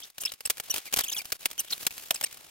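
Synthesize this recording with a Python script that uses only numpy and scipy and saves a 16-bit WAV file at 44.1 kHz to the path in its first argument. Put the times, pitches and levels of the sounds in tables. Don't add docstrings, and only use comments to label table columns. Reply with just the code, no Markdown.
import sys
import numpy as np
from scipy import signal
from scipy.fft import rfft, irfft
from scipy.io import wavfile
from scipy.ndimage import uniform_filter1d

SR = 44100
rng = np.random.default_rng(int(sys.argv[2]) if len(sys.argv) > 2 else 0)


def level_to_linear(level):
    exponent = np.asarray(level, float) / 20
    return 10 ** exponent


def unload_audio(sound):
    columns = np.transpose(np.atleast_2d(sound))
    steps = np.round(np.clip(columns, -1, 1) * 32767)
    wavfile.write(sys.argv[1], SR, steps.astype(np.int16))


N = 110250
TOP_HZ = 16050

# f/Hz, level/dB per Hz
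FILM_SPECTRUM = [(24, -4), (40, -3), (1110, -3), (1700, -1), (2030, -3.5), (2810, 0.5), (7460, -1.5),
                 (14700, -0.5), (15800, -4.5)]


def on_log(table, hz):
    f, v = np.array(table, float).T
    return np.interp(np.log(np.maximum(hz, 1)), np.log(np.maximum(f, 1)), v)


def colour(x, table):
    cepstrum = irfft(np.log(level_to_linear(on_log(table, np.fft.rfftfreq(1024, 1 / SR)))))
    cepstrum[1:512] *= 2
    cepstrum[513:] = 0
    response = irfft(np.exp(rfft(cepstrum)))
    response /= np.sqrt(np.sum(response ** 2))
    return signal.fftconvolve(x, response[None])[:, :N]


def walk(rate):
    hold = int(SR / rate)
    levels = np.repeat(rng.standard_normal(N // hold + 1), hold)
    return 1.3 * uniform_filter1d(uniform_filter1d(levels, hold), hold)[:N]


def grit(spread_db):
    releases = rng.standard_normal((3, N)) * level_to_linear(spread_db * rng.exponential(size=N))
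    return releases / np.sqrt(np.mean(releases ** 2))


def swell(t, start, length, edge):
    ramp = np.minimum(2 * (t - start), start + length - t) / (edge * length)
    return np.clip(ramp + 0.5, 0, 1) ** 2


def box_thud(strike, t):
    # f/Hz, level/dB, t60/s
    box_modes = [(674, 2, 0.039), (880, 12.5, 0.016), (2500, 23.5, 0.015), (3500, 17, 0.015)]
    u = t[:4096]
    ring = sum(level_to_linear(db - 60 * u / t60) * np.sin(2 * np.pi * hz * u) for hz, db, t60 in box_modes)
    ring /= np.sqrt(np.sum(ring ** 2))
    return signal.fftconvolve(strike, ring[None])[:, :N]


def snaps(t):
    # t/s, peak level/dB, ring t60/s, box thud level/dB, bass level/dB
    cracks = [(.499, -7.5, 0.038, -18, -4), (0.502, -9.5, 0.028, -35, -15), (0.74, -15, 0.034, -22, 4.5),
              (0.7606, -16.5, 0.022, -31, -5), (0.94, -2, 0.0092, -22, -6), (0.9701, -6, 0.0098, -22, -0.5),
              (0.9895, -7, 0.03, -29, 0.5), (1.008, -8.5, 0.021, -22, -5), (1.3205, -10.5, 0.019, -36, -3),
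              (1.3232, -11.5, 0.028, -16, 1), (1.456, -6, 0.026, -16.5, -0.5), (1.866, -7.5, 0.019, -16, 0),
              (1.8669, -4.5, 0.028, -28, -4), (2.1077, -3.5, 0.02, -30, -4), (2.211, -15, 0.021, -13, 1),
              (2.236, -21.5, 0.04, -28, -6)]
    # t/s, peak level/dB
    small_snaps = [(0.002, -29), (0.1, -35.5), (0.181, -21), (0.208, -33), (0.217, -28), (0.235, -22),
                   (0.319, -19.5), (0.337, -26.5), (0.406, -23), (0.454, -18), (0.571, -26.5), (0.58, -24.5),
                   (0.599, -15), (0.698, -21.5), (0.773, -24.5), (0.780, -15), (0.855, -27), (0.9735, -11.5),
                   (1.216, -24.5), (1.246, -32), (1.254, -23), (1.302, -31.5), (1.408, -33), (1.429, -32.5),
                  (1.53, -31.5), (1.502, -28), (1.512, -22), (1.5791, -23.5), (1.6464, -28.5),
                  (1.7778, -29), (1.809, -28), (1.851, -27), (1.907, -26.5), (1.979, -25), (2.241, -19.5),
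                  (2.326, -28.5), (2.343, -29.5), (2.371, -31),
                   (0.915, -35), (0.9256, -17), (0.935, -12), (0.962, -15), (0.986, -11), (1.0021, -17),
                  (1.451, -30), (1.707, -35), (1.731, -22), (1.828, -24), (2.227, -21.5), (2.106, -21)]
    small_t60_s, small_thud_db = 0.027, -23
    snap_db, tick_db, tick_s, rise_s = -5.5, 0, 0.00025, 0.00064
    bass_hz = 450

    small = [(s, db, small_t60_s, small_thud_db, 0) for s, db in small_snaps]
    film_power, knock_power, bass_power = np.zeros((3, N))
    for s, db, t60, box_db, bass_db in cracks + small:
        u = np.maximum(t - s, 0)
        ring = level_to_linear(-60 * u / max(t60, 0.004)) + level_to_linear(tick_db) * np.exp(-u / tick_s)
        env = level_to_linear(db + snap_db) * (1 - np.exp(-u / rise_s)) * ring
        film_power += env ** 2
        bass_power += (env * level_to_linear(bass_db)) ** 2
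        knock_power += (env * level_to_linear(box_db)) ** 2

    burst = grit(spread_db=3.0)
    film = np.sqrt(film_power) * burst
    thud = box_thud(np.sqrt(knock_power) * burst, t)
    low_pass = signal.butter(2, bass_hz, fs=SR, output="sos")
    bass_change = signal.sosfiltfilt(low_pass, np.sqrt(bass_power) * burst - film)
    return colour(film + bass_change, FILM_SPECTRUM) + thud


def scratches(t):
    # t/s, length/s, level/dB
    peels = [(0, 0.095, -50), (0.197, 0.041, -45.5), (0.25, 0.018, -36.5), (0.261, 0.041, -48),
             (0.411, 0.037, -60.5), (0.451, 0.031, -41), (0.518, .07, -57), (0.633, 0.034, -49.5),
             (.7, 0.04, -45.5), (0.739, 0.041, -34.5), (0.843, 0.045, -44), (0.926, 0.026, -33.5),
             (0.942, 0.083, -38.5), (1.034, 0.029, -39.5), (1.063, 0.049, -45), (1.113, 0.028, -35),
             (1.156, 0.056, -40), (1.255, 0.067, -50.5), (1.339, 0.029, -46.5), (1.391, 0.045, -48.5),
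             (1.593, 0.027, -40), (1.606, 0.14, -51), (1.706, 0.044, -33.5), (1.747, .035, -46.5),
             (1.789, 0.082, -43), (1.892, 0.21, -44.5), (2.115, .012, -42), (2.143, 0.024, -37),
             (2.13, 0.099, -49.5), (2.256, 0.02, -44.5)]
    env = np.sqrt(sum((level_to_linear(db) * swell(t, s, length, 0.47)) ** 2 for s, length, db in peels))
    return colour(env * level_to_linear(2.9 * walk(220)) * grit(spread_db=2.3), FILM_SPECTRUM)


def squeaks(t):
    # t/s, length/s, start f/Hz, end f/Hz, level/dB
    soft_squeaks = [(.234, 0.009, 2900, 2800, -36.5), (.718, 0.016, 2950, 2500, -46),
                    (.862, 0.03, 2500, 2120, -45.5), (1.037, 0.013, 2800, 3560, -34.5),
                    (1.062, 0.014, 2740, 2280, -39.5), (1.115, 0.017, 3500, 3830, -35),
                    (1.145, 0.011, 2500, 2450, -40.5), (1.165, 0.013, 3400, 3130, -32.5),
                    (1.195, 0.017, 2340, 2330, -37.5), (1.585, .009, 2956, 3090, -33),
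                    (2.256, 0.022, 2400, 2130, -47.5), (2.24, 0.0062, 1800, 1840, -32)]
    # t/s, length/s, start f/Hz, end f/Hz, level/dB
    taut_squeaks = [
        (.2515, 0.012, 2783, 2465, -25.5),
        (.263, 0.0099, 2565, 2500, -43),
        (.702, 0.016, 2827, 2974, -24),
        (1.0815, 0.0073, 3125, 3230, -31.5),
        (1.097, 0.008, 3160, 3030, -30.5),
        (1.126, 0.012, 3500, 2410, -30),
        (1.18, .014, 3020, 2400, -31),
        (1.592, 0.0063, 3056, 3040, -25.5),
        (2.158, 0.01, 2470, 2500, -35.5),
    ]
    # t/s, length/s, start f/Hz, end f/Hz, level/dB
    shrill_squeaks = [
        (.214, 0.013, 3140, 3140, -38),
        (.454, 0.011, 2690, 2620, -25.5),
        (1.597, 0.011, 2710, 2800, -28),
        (2.2375, 0.0069, 2575, 2780, -22.5),
        (2.244, 0.0052, 2780, 2770, -24),
    ]
    soft_db = [0, -7, -15, -18, -22]
    taut_db = [-10, 0, -11, -9, -13]
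    shrill_db = [-10, -9, 0, -12, -14]
    arch, wobble = 0.07, 0.014
    rough, rough_hz = 0.72, 550

    out = np.zeros((3, N))
    jitter = 1 + wobble * walk(700)
    rates = rough_hz * np.sqrt(np.arange(1, 6))
    unsteady = np.array([[walk(hz) + 1j * walk(hz) for _ in range(3)] for hz in rates]) / np.sqrt(2)
    steady = np.exp(1j * np.array([[0], [1], [-1]]))
    slip = (steady + rough * unsteady) / np.hypot(1, rough)

    kinds = ((soft_squeaks, soft_db), (taut_squeaks, taut_db), (shrill_squeaks, shrill_db))
    for rows, partial_levels in kinds:
        for s, length, start_hz, end_hz, db in rows:
            i = slice(int(max(s - length / 2, 0) * SR), int((s + length + length / 2) * SR))
            u = np.clip((t[i] - s) / length, 0, 1)
            glide = start_hz + (end_hz - start_hz) * u
            hz = glide * (1 + arch * (np.sin(np.pi * u) - 0.5)) * jitter[i]
            phase = 2 * np.pi * np.cumsum(hz) / SR
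            env = swell(t[i], s, length, 0.35)
            for k, partial_db in enumerate(partial_levels):
                if (k + 1) * max(start_hz, end_hz) < TOP_HZ:
                    tone = np.imag(slip[k, :, i] * np.exp(1j * (k + 1) * phase))
                    out[:, i] += level_to_linear(db + partial_db) * env * tone
    return out


def rasps(t):
    # t/s, length/s, start f/Hz, end f/Hz, level/dB
    hoarse_squeals = [(.021, 0.033, 3200, 3700, -45.5), (.260, 0.013, 3010, 2400, -36),
                      (.273, 0.012, 3430, 3580, -36), (1.907, 0.0092, 2550, 2480, -42),
                      (.719, 0.0077, 2770, 2600, -49), (.727, 0.014, 3700, 4300, -44),
                      (1.018, .014, 3500, 3100, -45.5), (1.082, 0.025, 3230, 2880, -37),
                      (1.172, 0.018, 930, 800, -50), (1.61, 0.017, 2980, 2800, -63),
                      (1.682, 0.0044, 3260, 3120, -47), (1.723, 0.014, 4080, 3920, -27),
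                      (1.725, 0.0097, 3500, 3500, -32), (1.736, 0.008, 3600, 3100, -45),
                      (2.109, .006, 890, 740, -31), (2.12, 0.015, 734, 620, -49.5),
                      (2.143, .007, 6100, 6200, -39), (2.143, 0.0093, 8200, 7760, -31),
                      (2.262, 0.0085, 6300, 6100, -42), (2.23, 0.0061, 763, 645, -46.5)]
    # t/s, length/s, start f/Hz, end f/Hz, level/dB
    broad_rasps = [(.032, 0.013, 5270, 5630, -43.5), (.046, .012, 5600, 6000, -54),
                   (.204, 0.017, 6100, 8560, -36), (.208, 0.017, 11600, 12500, -36),
                   (.291, 0.015, 3950, 3570, -43.5), (.7405, 0.0047, 3340, 3080, -30),
                   (.7615, 0.0027, 3300, 2900, -29.5), (1.456, 0.0049, 2900, 2560, -27.5),
                   (1.036, .016, 8600, 9350, -34), (1.036, .015, 13000, 13000, -30.5),
                   (1.036, .007, 5200, 6000, -42), (1.083, 0.0079, 12800, 11500, -47),
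                   (1.146, 0.011, 12500, 12500, -36), (1.166, 0.033, 9900, 8900, -41.5),
                   (1.592, 0.021, 12000, 13000, -32.5), (1.65, 0.076, 2970, 3400, -56),
                   (1.703, 0.012, 5100, 5970, -35), (1.707, 0.035, 12100, 13000, -39),
                   (2.108, 0.0044, 3500, 3060, -20.5), (2.26, .014, 4340, 3600, -44.5)]
    hoarse_share, rasp_share = 0.1, 0.29

    out, noise = np.zeros((3, N)), grit(spread_db=2.0)
    for rows, share in ((hoarse_squeals, hoarse_share), (broad_rasps, rasp_share)):
        for s, length, start_hz, end_hz, db in rows:
            i = slice(int(max(s - length - 0.01, 0) * SR), int((s + 2 * length) * SR))
            hz = start_hz + (end_hz - start_hz) * np.clip((t[i] - s) / length, 0, 1)
            carrier = np.exp(2j * np.pi * np.cumsum(hz) / SR)
            half_hz = share * (start_hz + end_hz) / 4 + 70
            low_pass = signal.butter(2, half_hz, fs=SR, output="sos")
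            band = np.real(carrier * signal.sosfilt(low_pass, noise[:, i] / carrier))
            out[:, i] += level_to_linear(db) * np.sqrt(SR / half_hz) * swell(t[i], s, length, 0.45) * band
    return out


def rustle(t):
    # t/s, level/dB
    handling = [(.11, -65), (.138, -76), (.146, -63), (.175, -62), (.3, -54), (.37, -65.5), (.5, -56.5),
                (.8, -46), (.835, -59), (.9, -52), (1.23, -53.5), (1.35, -55.5), (1.375, -66),
                (1.44, -50.5), (2.06, -77), (2.09, -55.5), (2.3, -51), (2.5, -53.5)]
    # f/Hz, level/dB per Hz
    rustle_spectrum = [(18, -59), (30, -4), (1870, -0.5), (2190, 2), (2770, 2), (4310, 0.5), (5580, -0.5),
                       (15000, -4.5)]
    s, db = np.array(handling).T
    flicker_db = 0.46 * walk(60) + 2.8 * walk(250)
    rubbing = colour(level_to_linear(np.interp(t, s, db) + flicker_db) * grit(spread_db=1.1), rustle_spectrum)
    low = signal.sosfilt(signal.butter(2, 1500, fs=SR, output="sos"), rubbing)
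    late_rise_db = np.interp(t, [2.3, 2.42], [0, 4.0])
    return low * level_to_linear(late_rise_db + 2.0 * walk(24.86)) + (rubbing - low) * level_to_linear(2 * walk(24.74))


def two_ports(shared, left, right):
    # f/Hz, phase/rad
    port_phase = [(60, 2.4), (250, 2.17), (700, 1.1), (1400, 2.06), (2800, 0.1), (5600, 1.4), (10000, 1.62)]
    # f/Hz, level/dB
    port_db = [(60, 1), (1400, 0.5), (2800, 2), (5600, 0.25)]
    unshared = 0.58
    hz = np.fft.rfftfreq(N, 1 / SR)
    side = np.array([[0.5], [-0.5]])
    gain = level_to_linear(side * on_log(port_db, hz))
    turned = rfft(shared) * np.exp(1j * side * on_log(port_phase, hz))
    separate = rfft(np.array([left, right]))
    return irfft(gain * (np.sqrt(1 - unshared) * turned + np.sqrt(unshared) * separate), N)


def scene():
    t = np.arange(N) / SR
    return two_ports(*(snaps(t) + scratches(t) + squeaks(t) + rasps(t) + rustle(t)))


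def roll_off(x):
    return signal.sosfilt(signal.butter(12, 16970, fs=SR, output="sos"), x)


def record(dry):
    rounded = 0.8 * np.tanh(dry / 0.8)
    mix = signal.sosfilt(signal.ellip(10, 0.2, 60, TOP_HZ, fs=SR, output="sos"), rounded)
    return roll_off(mix)


dry = scene()
out = record(dry)
unload_audio(out)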